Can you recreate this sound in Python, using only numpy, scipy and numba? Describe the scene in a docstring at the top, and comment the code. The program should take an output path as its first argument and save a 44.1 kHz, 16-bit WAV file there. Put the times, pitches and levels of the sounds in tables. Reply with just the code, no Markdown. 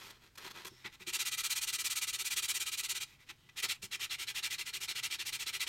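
"""Folded sandpaper scrubs quickly over a hand-held piece of leather: a bright hiss on its face, then a
duller rasp on its edge. Countless grit impacts follow the speed of each stroke and ring the sheet.
Before each run the sheet is regripped: fingers brush it, it crinkles and slips, a loose corner buzzes.
Leather and hands knock softly at the turns. A small quiet workroom, heard from just above the bench."""
import sys
import numpy as np
from scipy import signal
from scipy.fft import rfft, irfft
from scipy.io import wavfile
from numba import njit

SR = 44100
rng = np.random.default_rng(int(sys.argv[2]) if len(sys.argv) > 2 else 0)


def unload_wav(signal):
    """Save mono or channel-first audio to the path in sys.argv[1] as 16-bit WAV at rate SR, clipped to [-1, 1]."""
    wavfile.write(
        sys.argv[1],
        SR,
        np.round(np.clip(np.atleast_2d(signal).T, -1, 1) * 32767).astype(np.int16),
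    )


N = 250488
TIME = np.arange(N) / SR

# Fingers brush the sheet. Each row: start and end in seconds, level in dB, push, brightness in dB.
# Push runs from -1 to 1; above 0 the speed peaks early. Levels are set before each layer's trim.
BRUSHES = [(-.05, .14, -53, -0.013, 3.5), (.09, .2, -60.5, .1, -4), (.18, .298, -62, -0.35, 1),
           (.368, .532, -49.5, 0.31, 1), (.455, .492, -49.5, .4, -1), (.498, .526, -53.5, -.3, 5.5),
           (.524, .665, -49, 0.22, -1.5), (.661, .694, -48, 0.51, 9.5), (3.632, 3.672, -42.5, 0.26, -3)]
# The sheet crinkles in the grip. Each row: start in seconds, level in dB, brightness in dB.
CRINKLES = [(.013, -52, -12), (0.1, -55, 7.5), (0.231, -68, 2), (0.351, -59.5, 8), (.373, -49.5, 8),
            (.443, -50, 1), (.646, -44.5, 7)]
# The sheet slips on the leather. Each row: as for a brush, then its loose corner's pitch in Hz.
SLIPS = [(0.643, 0.862, -68, .1, 10.5, 5360), (0.73, 0.964, -69, -0.45, 7, 2260),
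         (0.842, 0.886, -44, 0.39, 1.5, 2160), (0.918, 0.968, -59.5, .07, 11.5, 2400),
         (0.993, 1.046, -55, 0.22, 11, 2420), (3.047, 3.183, -65.5, .27, 13, 2470),
         (3.18, 3.253, -65.5, -.18, 8, 2170), (3.259, 3.317, -65, -0.26, 12, 2540),
         (3.288, 3.319, -47, 0, 8, 2520), (3.31, 3.59, -74.5, 0.022, 9, 3030),
         (3.488, 3.503, -58.5, .37, 2, 2420), (3.727, 3.779, -59.5, .45, 13, 2370)]
# Hand and leather knock. Each row: start in seconds, level in dB, weight in dB gained per octave down.
KNOCKS = [(0.65, -52, -11), (0.717, -58.5, -8), (0.851, -53, -4), (1.007, -56, -5), (1.072, -47.5, -13),
          (3.638, -58, -8), (3.832, -54.5, 0.5)]
# Modes of the held leather, highest first. Each row: pitch in Hz, level in dB.
LEATHER_MODES = [(368.6, -3), (204, -2), (120, -4)]

# Spells of scrubbing: even on the face, quickening on the edge but for one hesitation.
# Each row: start and end in seconds, rough tempo in strokes per second.
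FACE_SPELLS = [(1.058, 1.488, 16.4), (1.489, 2.177, 17.4), (2.177, 2.650, 16.9), (2.650, 3.053, 17.4)]
EDGE_SPELLS = [(4.085, 4.257, 11.6), (4.257, 4.570, 12.7), (4.570, 5.091, 13.4), (5.091, 5.175, 12),
               (5.175, 5.724, 14.5)]
# How hard the hand bears down. Each row: time in seconds, level in dB, brightness in dB.
FACE_EFFORT = [(1.095, -37, -3.5), (1.15, -33.5, 0.5), (1.52, -35, 3), (2.09, -36, 2), (2.27, -36, 2.2),
               (2.38, -33.2, 1.7), (2.62, -35, 1.6), (2.84, -38, 1.5), (2.91, -35, 2), (2.97, -37, 0.5),
               (3.03, -37, -1.5)]
EDGE_EFFORT = [(4.12, -36.5, -4), (4.22, -37, -1.5), (4.45, -35, -2), (4.63, -39, -1), (4.8, -37, 1.8),
               (4.98, -36.5, -3.5), (5.06, -33.5, .5), (5.13, -35.5, -2.5), (5.21, -38, -1.5),
               (5.35, -35.5, 2), (5.43, -37.5, 1.4), (5.68, -32.3, -3.5)]
# The forward stroke, then the pull. Each row: pause before it in seconds, level offset in dB, push,
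# brightness offset in dB.
FACE_PUSH_PULL = [(0.0022, 0.7, 0.1, 0.74), (0.00086, 0.5, 0.041, 1.3)]
EDGE_PUSH_PULL = [(0.00716, 0.46, 0.28, 1.3), (0.0021, -0.5, 0.0049, 1.5)]
# Single strokes find the edge before the rhythm sets in.
# Each row: start and end in seconds, level in dB, push, brightness in dB.
TRIAL_STROKES = [(3.548, 3.616, -38, -0.61, 0), (3.621, 3.677, -31.5, 0.49, 2.5),
                 (3.679, 3.744, -33.5, 0.14, 0.9), (3.816, 3.883, -45, 0.59, 6.5),
                 (3.903, 3.973, -36.5, -0.18, -2.2), (3.982, 4.074, -35.5, -0.23, -1.5)]

# Broad tone of the still room and of the sheet in each grip. Each row: frequency in Hz, gain in dB.
ROOM_COLOUR = [(20, -10), (45, -2.5), (80, -4), (125, 1), (170, -9.5), (300, -13), (600, -22.5),
               (1500, -21), (4000, -23), (9000, -30.5), (15500, -34)]
BRUSH_COLOUR = [(60, -19), (250, -6), (390, -1.5), (500, -9), (680, -9.5), (850, -10), (1700, -0.5),
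                (2100, -3), (4200, -5.5), (5500, -9), (8800, -16.5), (12500, -15), (15600, -28)]
SLIP_COLOUR = [(120, -28), (200, -24), (350, -1.5), (470, -30), (700, -21), (820, -3), (1560, -1.5),
               (2380, -1.5), (3900, -1), (4400, -7.5), (6600, -14), (10200, -23), (12000, -20),
               (15500, -31)]
FACE_COLOUR = [(60, -48), (250, -27.5), (390, -13.5), (500, -32), (680, -35), (850, -17.5), (1700, -8.5),
               (2100, 2.5), (4200, -5), (5500, -3.5), (8800, -7.5), (12500, -12.5), (15600, -21)]
EDGE_COLOUR = [(60, -58), (250, -26.5), (390, -15), (500, -30.5), (680, -28.5), (850, -18.5), (1700, -11.5),
               (2100, 1), (4200, -6), (5500, -8), (8800, -11.5), (12500, -16.5), (15600, -23.5)]
# Resonances of the sheet and dips between the hands. Each row: centre and width in Hz, gain in dB.
BRUSH_PEAKS = [(975, 250, 7.1), (1310, 84, 5), (1980, 110, 2.9), (2490, 230, 3.9), (3280, 340, 4.8),
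               (4120, 120, 7.1)]
SLIP_PEAKS = [(1986, 100, 10.5), (2390, 180, -4.5), (3300, 300, 1), (3720, 83, 3.5)]
FACE_PEAKS = [(1307, 75, 6.2), (1653, 120, -2.4), (1830, 106, -8), (2142, 168, -9.8), (2420, 90, 1.5),
              (2575, 73, -7.4), (2945, 61, -3.8), (3217, 58, 3.5), (3315, 51, -6), (4062, 431, 4),
              (4966, 188, -6), (5397, 509, -3.8), (6348, 178, -3)]
EDGE_PEAKS = [(1067, 48, -4.3), (1328, 74, 4.7), (1837, 64, -4.8), (2166, 130, -6.9), (2547, 144, -4.6),
              (2949, 57, -3.3), (3983, 100, 3), (4294, 110, 3.8), (4924, 310, -3.7), (5227, 101, 3.3),
              (6199, 91, -3.5)]
# The notch of the microphone port. Its one row: centre and width in Hz, gain in dB.
PORT_DIP = [(10270, 670, -6)]


def undb(db):
    """Decibels to gain."""
    return 10 ** (np.asarray(db) / 20)


def unit(x):
    """Scale to rms 1."""
    return x / np.sqrt(np.mean(x ** 2))


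def add(out, start_s, sound):
    """Mix a sound in at start_s."""
    i = int(start_s * SR)
    out[i:i + len(sound)] += sound[:max(N - i, 0)]


def lowpass(x, hz, order=2):
    """Low-pass without delay, so that the rest of x is the matching high-pass."""
    return signal.sosfiltfilt(signal.butter(order, min(hz, SR / 2 - 1), fs=SR, output="sos"), x)


@njit
def resonator(x, hz, width_hz):
    """Band-pass whose centre may move every sample; gain 1 at the centre."""
    y, band, low = np.empty(len(x)), 0., 0.
    for i in range(len(x)):
        tuning, damping = np.tan(np.pi * hz[i] / SR), width_hz / hz[i]
        swing = (band + tuning * (x[i] + 1e-18 - low)) / (1 + tuning * (tuning + damping))
        band = 2 * swing - band
        low += 2 * tuning * swing
        y[i] = damping * swing
    return y


def ring(x, colour, peaks=(), size=8192):
    """Pass x through a body of unit power with a broad colour and narrow peaks or dips."""
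    hz = np.maximum(np.arange(size // 2 + 1) * SR / size, 1)
    colour_hz, colour_db = np.array(colour).T
    db = np.interp(np.log(hz), np.log(colour_hz), colour_db)
    for centre, width, height in peaks:
        db += height * np.exp(-2 * ((hz - centre) / width) ** 2)
    # minimum phase: the body rings only after it is struck
    cepstrum = irfft(np.log(undb(db)))
    cepstrum[1:size // 2] *= 2
    cepstrum[size // 2 + 1:] = 0
    response = irfft(np.exp(rfft(cepstrum)))
    return signal.fftconvolve(x, response / np.linalg.norm(response))[:N]


def wander(rate):
    """A random drift with a spread near 1, turning rate times a second."""
    return np.interp(TIME * rate, np.arange(N), rng.standard_normal(N))


def grit(rate, spread_db):
    """Grains catch at random, rate times a second; a positive spread makes a few much harder."""
    caught = rng.random(N) < rate / SR
    return unit(caught * rng.standard_normal(N) * undb(spread_db * rng.exponential(size=N)))


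def rub(strokes, impacts, speed_powers, catch_db, overrun_s):
    """Each stroke speeds up and stops; slow sliding is dull, fast sliding snaps the fibres sharply."""
    low = lowpass(impacts, hz=1700, order=6)
    top = impacts - lowpass(impacts, hz=5200)
    mid = impacts - low - top
    low_power, mid_power, top_power = speed_powers
    out = np.zeros(N)
    for start, end, db, push, bright_db in strokes:
        start, end = start - overrun_s, end + overrun_s  # the soft sheet creeps beyond the hand's travel
        on = (TIME > start) & (TIME < end)
        progress = (TIME[on] - start) / (end - start)
        speed = np.abs(np.sin(np.pi * (progress + push * progress * (1 - progress))))
        bite = np.sin(np.pi / 2 * speed) ** 2  # the grains bite once sliding, then the drag levels off
        body = low[on] * bite ** low_power + mid[on] * bite ** mid_power
        sizzle = undb(bright_db) * top[on] * bite ** top_power
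        out[on] += undb(db) * (body + sizzle)
    return out * undb(catch_db * wander(260))  # the drag is never even along a stroke


def room_tone(rumble_db=-67, hum_hz=125.7, hum_db=-78):
    """Low room rumble with a faint mains hum."""
    rumble = unit(ring(rng.standard_normal(N), ROOM_COLOUR)) * undb(0.23 * wander(4.7))
    hum = np.sqrt(2) * np.sin(2 * np.pi * hum_hz * TIME)
    return undb(rumble_db) * rumble + undb(hum_db) * hum


def regripping(crinkle_s=.018, crinkle_push=.25):
    """Fingers slide over the sheet, and its creases crinkle in short bursts."""
    crinkles = [(start, start + crinkle_s, db, crinkle_push, bright) for start, db, bright in CRINKLES]
    creases = grit(rate=12000, spread_db=1.9)
    drag = rub(BRUSHES + crinkles, creases, speed_powers=(.67, .88, .96), catch_db=1.5, overrun_s=.0005)
    return undb(-2) * ring(drag, BRUSH_COLOUR, BRUSH_PEAKS)


def sheet_slips():
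    """The sheet settles on the leather in small gritty jerks."""
    jerks = [slip[:-1] for slip in SLIPS]
    grains = grit(rate=11000, spread_db=-1.2)
    drag = rub(jerks, grains, speed_powers=(.42, .69, .98), catch_db=-1, overrun_s=.001)
    return undb(-1.5) * ring(drag, SLIP_COLOUR, SLIP_PEAKS)


def corner_buzz(pushes, width_hz=600., slip_db=-1, push_db=-11, push_hz=4050, push_s=.029):
    """Grit rings a loose corner of the sheet through each slip, and briefly as a push meets the edge."""
    buzzes = [(start, end, db + slip_db, hz) for start, end, db, _, _, hz in SLIPS]
    buzzes += [(start, start + push_s, db + push_db, push_hz) for start, _, db, _, _ in pushes]
    grains = grit(rate=3000, spread_db=2)
    out = np.zeros(N)
    for start, end, db, hz in buzzes:
        on = (TIME > start) & (TIME < end)
        pitch = np.full(on.sum(), float(hz))
        corner = resonator(resonator(grains[on], pitch, width_hz), pitch, width_hz)
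        swell = np.sin(np.pi * (TIME[on] - start) / (end - start))
        out[on] += undb(db) * swell * unit(corner)
    return out


def thud(hz, rise_s, decay_s):
    """One damped, slightly ragged mode of leather bumping on fingers."""
    t = TIME[:SR // 8]
    stray = np.cumsum(rng.standard_normal(len(t))) * np.sqrt(170 / SR)  # soft contact blurs the pitch
    swell = (1 - np.exp(-t / rise_s)) * np.exp(-t / decay_s)
    return np.sqrt(2) * np.sin(2 * np.pi * hz * t + stray) * swell / swell.max()


def leather_knocks(strokes, turn_db=-33, turn_hz=385, turn_lag_s=.00895):
    """The leather bumps the fingers when pressed down, and lightly as each stroke takes hold."""
    out = np.zeros(N)
    for start, db, weight in KNOCKS:
        for hz, mode_db in LEATHER_MODES:
            octaves_down = np.log2(LEATHER_MODES[0][0] / hz)
            gain = undb(db + mode_db + weight * octaves_down)
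            add(out, start, gain * thud(hz, rise_s=.0007, decay_s=.019))
    for start, _, db, _, _ in strokes:
        add(out, start + turn_lag_s, undb(db + turn_db) * thud(turn_hz, rise_s=.00078, decay_s=.0034))
    return out


def scrub_strokes(spells, effort, push_pull, level_scatter_db=.7, push_scatter=.11, top_scatter_db=1.06):
    """The hand goes back and forth at each spell's tempo, no two strokes quite alike."""
    spans = []
    for start, end, tempo in spells:
        count = max(round((end - start) * tempo), 1)
        turns = np.linspace(start, end, count + 1)
        spans += zip(turns[:-1], turns[1:])
    times, levels, brightness = np.array(effort).T
    strokes = []
    for k, (start, end) in enumerate(spans):
        pause, db, push, bright_db = push_pull[k % 2]
        middle = (start + end) / 2
        db += np.interp(middle, times, levels) + rng.normal(0, level_scatter_db)
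        push += rng.normal(0, push_scatter)
        bright_db += np.interp(middle, times, brightness) + rng.normal(0, top_scatter_db)
        strokes.append((start + pause, end, db, push, bright_db))
    return strokes


def hand_reflection(x, lag_s=.0014, sway=.2, share=.2):
    """The moving hand reflects the sound, so the fine colour shifts from stroke to stroke."""
    lag = lag_s * np.exp(sway * wander(7))
    return x + share * np.interp(TIME - lag, TIME, x)


def sanding_face(strokes):
    """Flat on the leather many grains bite at once: a fine, bright hiss."""
    grains = grit(rate=36000, spread_db=.84)
    drag = rub(strokes, grains, speed_powers=(.77, 1.32, 1.95), catch_db=0, overrun_s=.0017)
    return undb(-2.13) * ring(hand_reflection(drag), FACE_COLOUR, FACE_PEAKS)


def sheet_flex(x, strokes, push_start_hz=4670, push_end_hz=1970, pull_hz=3120., mix_db=-8.5):
    """The sheet's free part lengthens on each push, so its resonance falls; on the pull it holds."""
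    hz = np.full(N, pull_hz)
    for start, end, *_ in strokes[::2]:
        on = (TIME > start) & (TIME < end)
        hz[on] = np.geomspace(push_start_hz, push_end_hz, on.sum())
    waver = np.exp(.03 * wander(16))
    return x + undb(mix_db) * resonator(x, hz * waver, width_hz=350.)


def sanding_edge(strokes):
    """On the narrow edge fewer grains bite: a coarser, duller rasp."""
    grains = grit(rate=28000, spread_db=0)
    drag = rub(strokes, grains, speed_powers=(.91, 1.9, 2.24), catch_db=-.9, overrun_s=.0042)
    flexed = sheet_flex(drag, strokes)
    return undb(-2.2) * ring(hand_reflection(flexed), EDGE_COLOUR, EDGE_PEAKS)


def room_echo(x, wet_db=-14.5, t60_s=.12, damp_hz=13700, build_s=.0031):
    """A short, softened echo from the bench and walls."""
    t = TIME[:SR // 2]
    envelope = np.exp(-np.log(1000) * t / t60_s) * (1 - np.exp(-t / build_s))
    tail = lowpass(rng.standard_normal(len(t)), damp_hz, order=1) * envelope
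    return undb(wet_db) * signal.fftconvolve(x, tail / np.linalg.norm(tail))[:N]


def scene():
    """All the handwork and its echo over a bed of room tone, in mono."""
    face = scrub_strokes(FACE_SPELLS, FACE_EFFORT, FACE_PUSH_PULL)
    edge_run = scrub_strokes(EDGE_SPELLS, EDGE_EFFORT, EDGE_PUSH_PULL)
    edge = TRIAL_STROKES + edge_run
    work = sanding_face(face) + sanding_edge(edge)
    work += sheet_slips() + regripping() + corner_buzz(edge_run[::2]) + leather_knocks(face + edge)
    return (work + room_echo(work) + room_tone())[None]


def record(dry, top_hz=15850):
    """The microphone port notches the treble; the recorder cuts the top steeply."""
    ported = ring(dry[0], colour=[(1, 0), (SR / 2, 0)], peaks=PORT_DIP)
    top_cut = signal.ellip(10, .2, 70, top_hz, fs=SR, output="sos")
    return signal.sosfilt(top_cut, ported)[None]


dry = scene()
out = record(dry)
unload_wav(out)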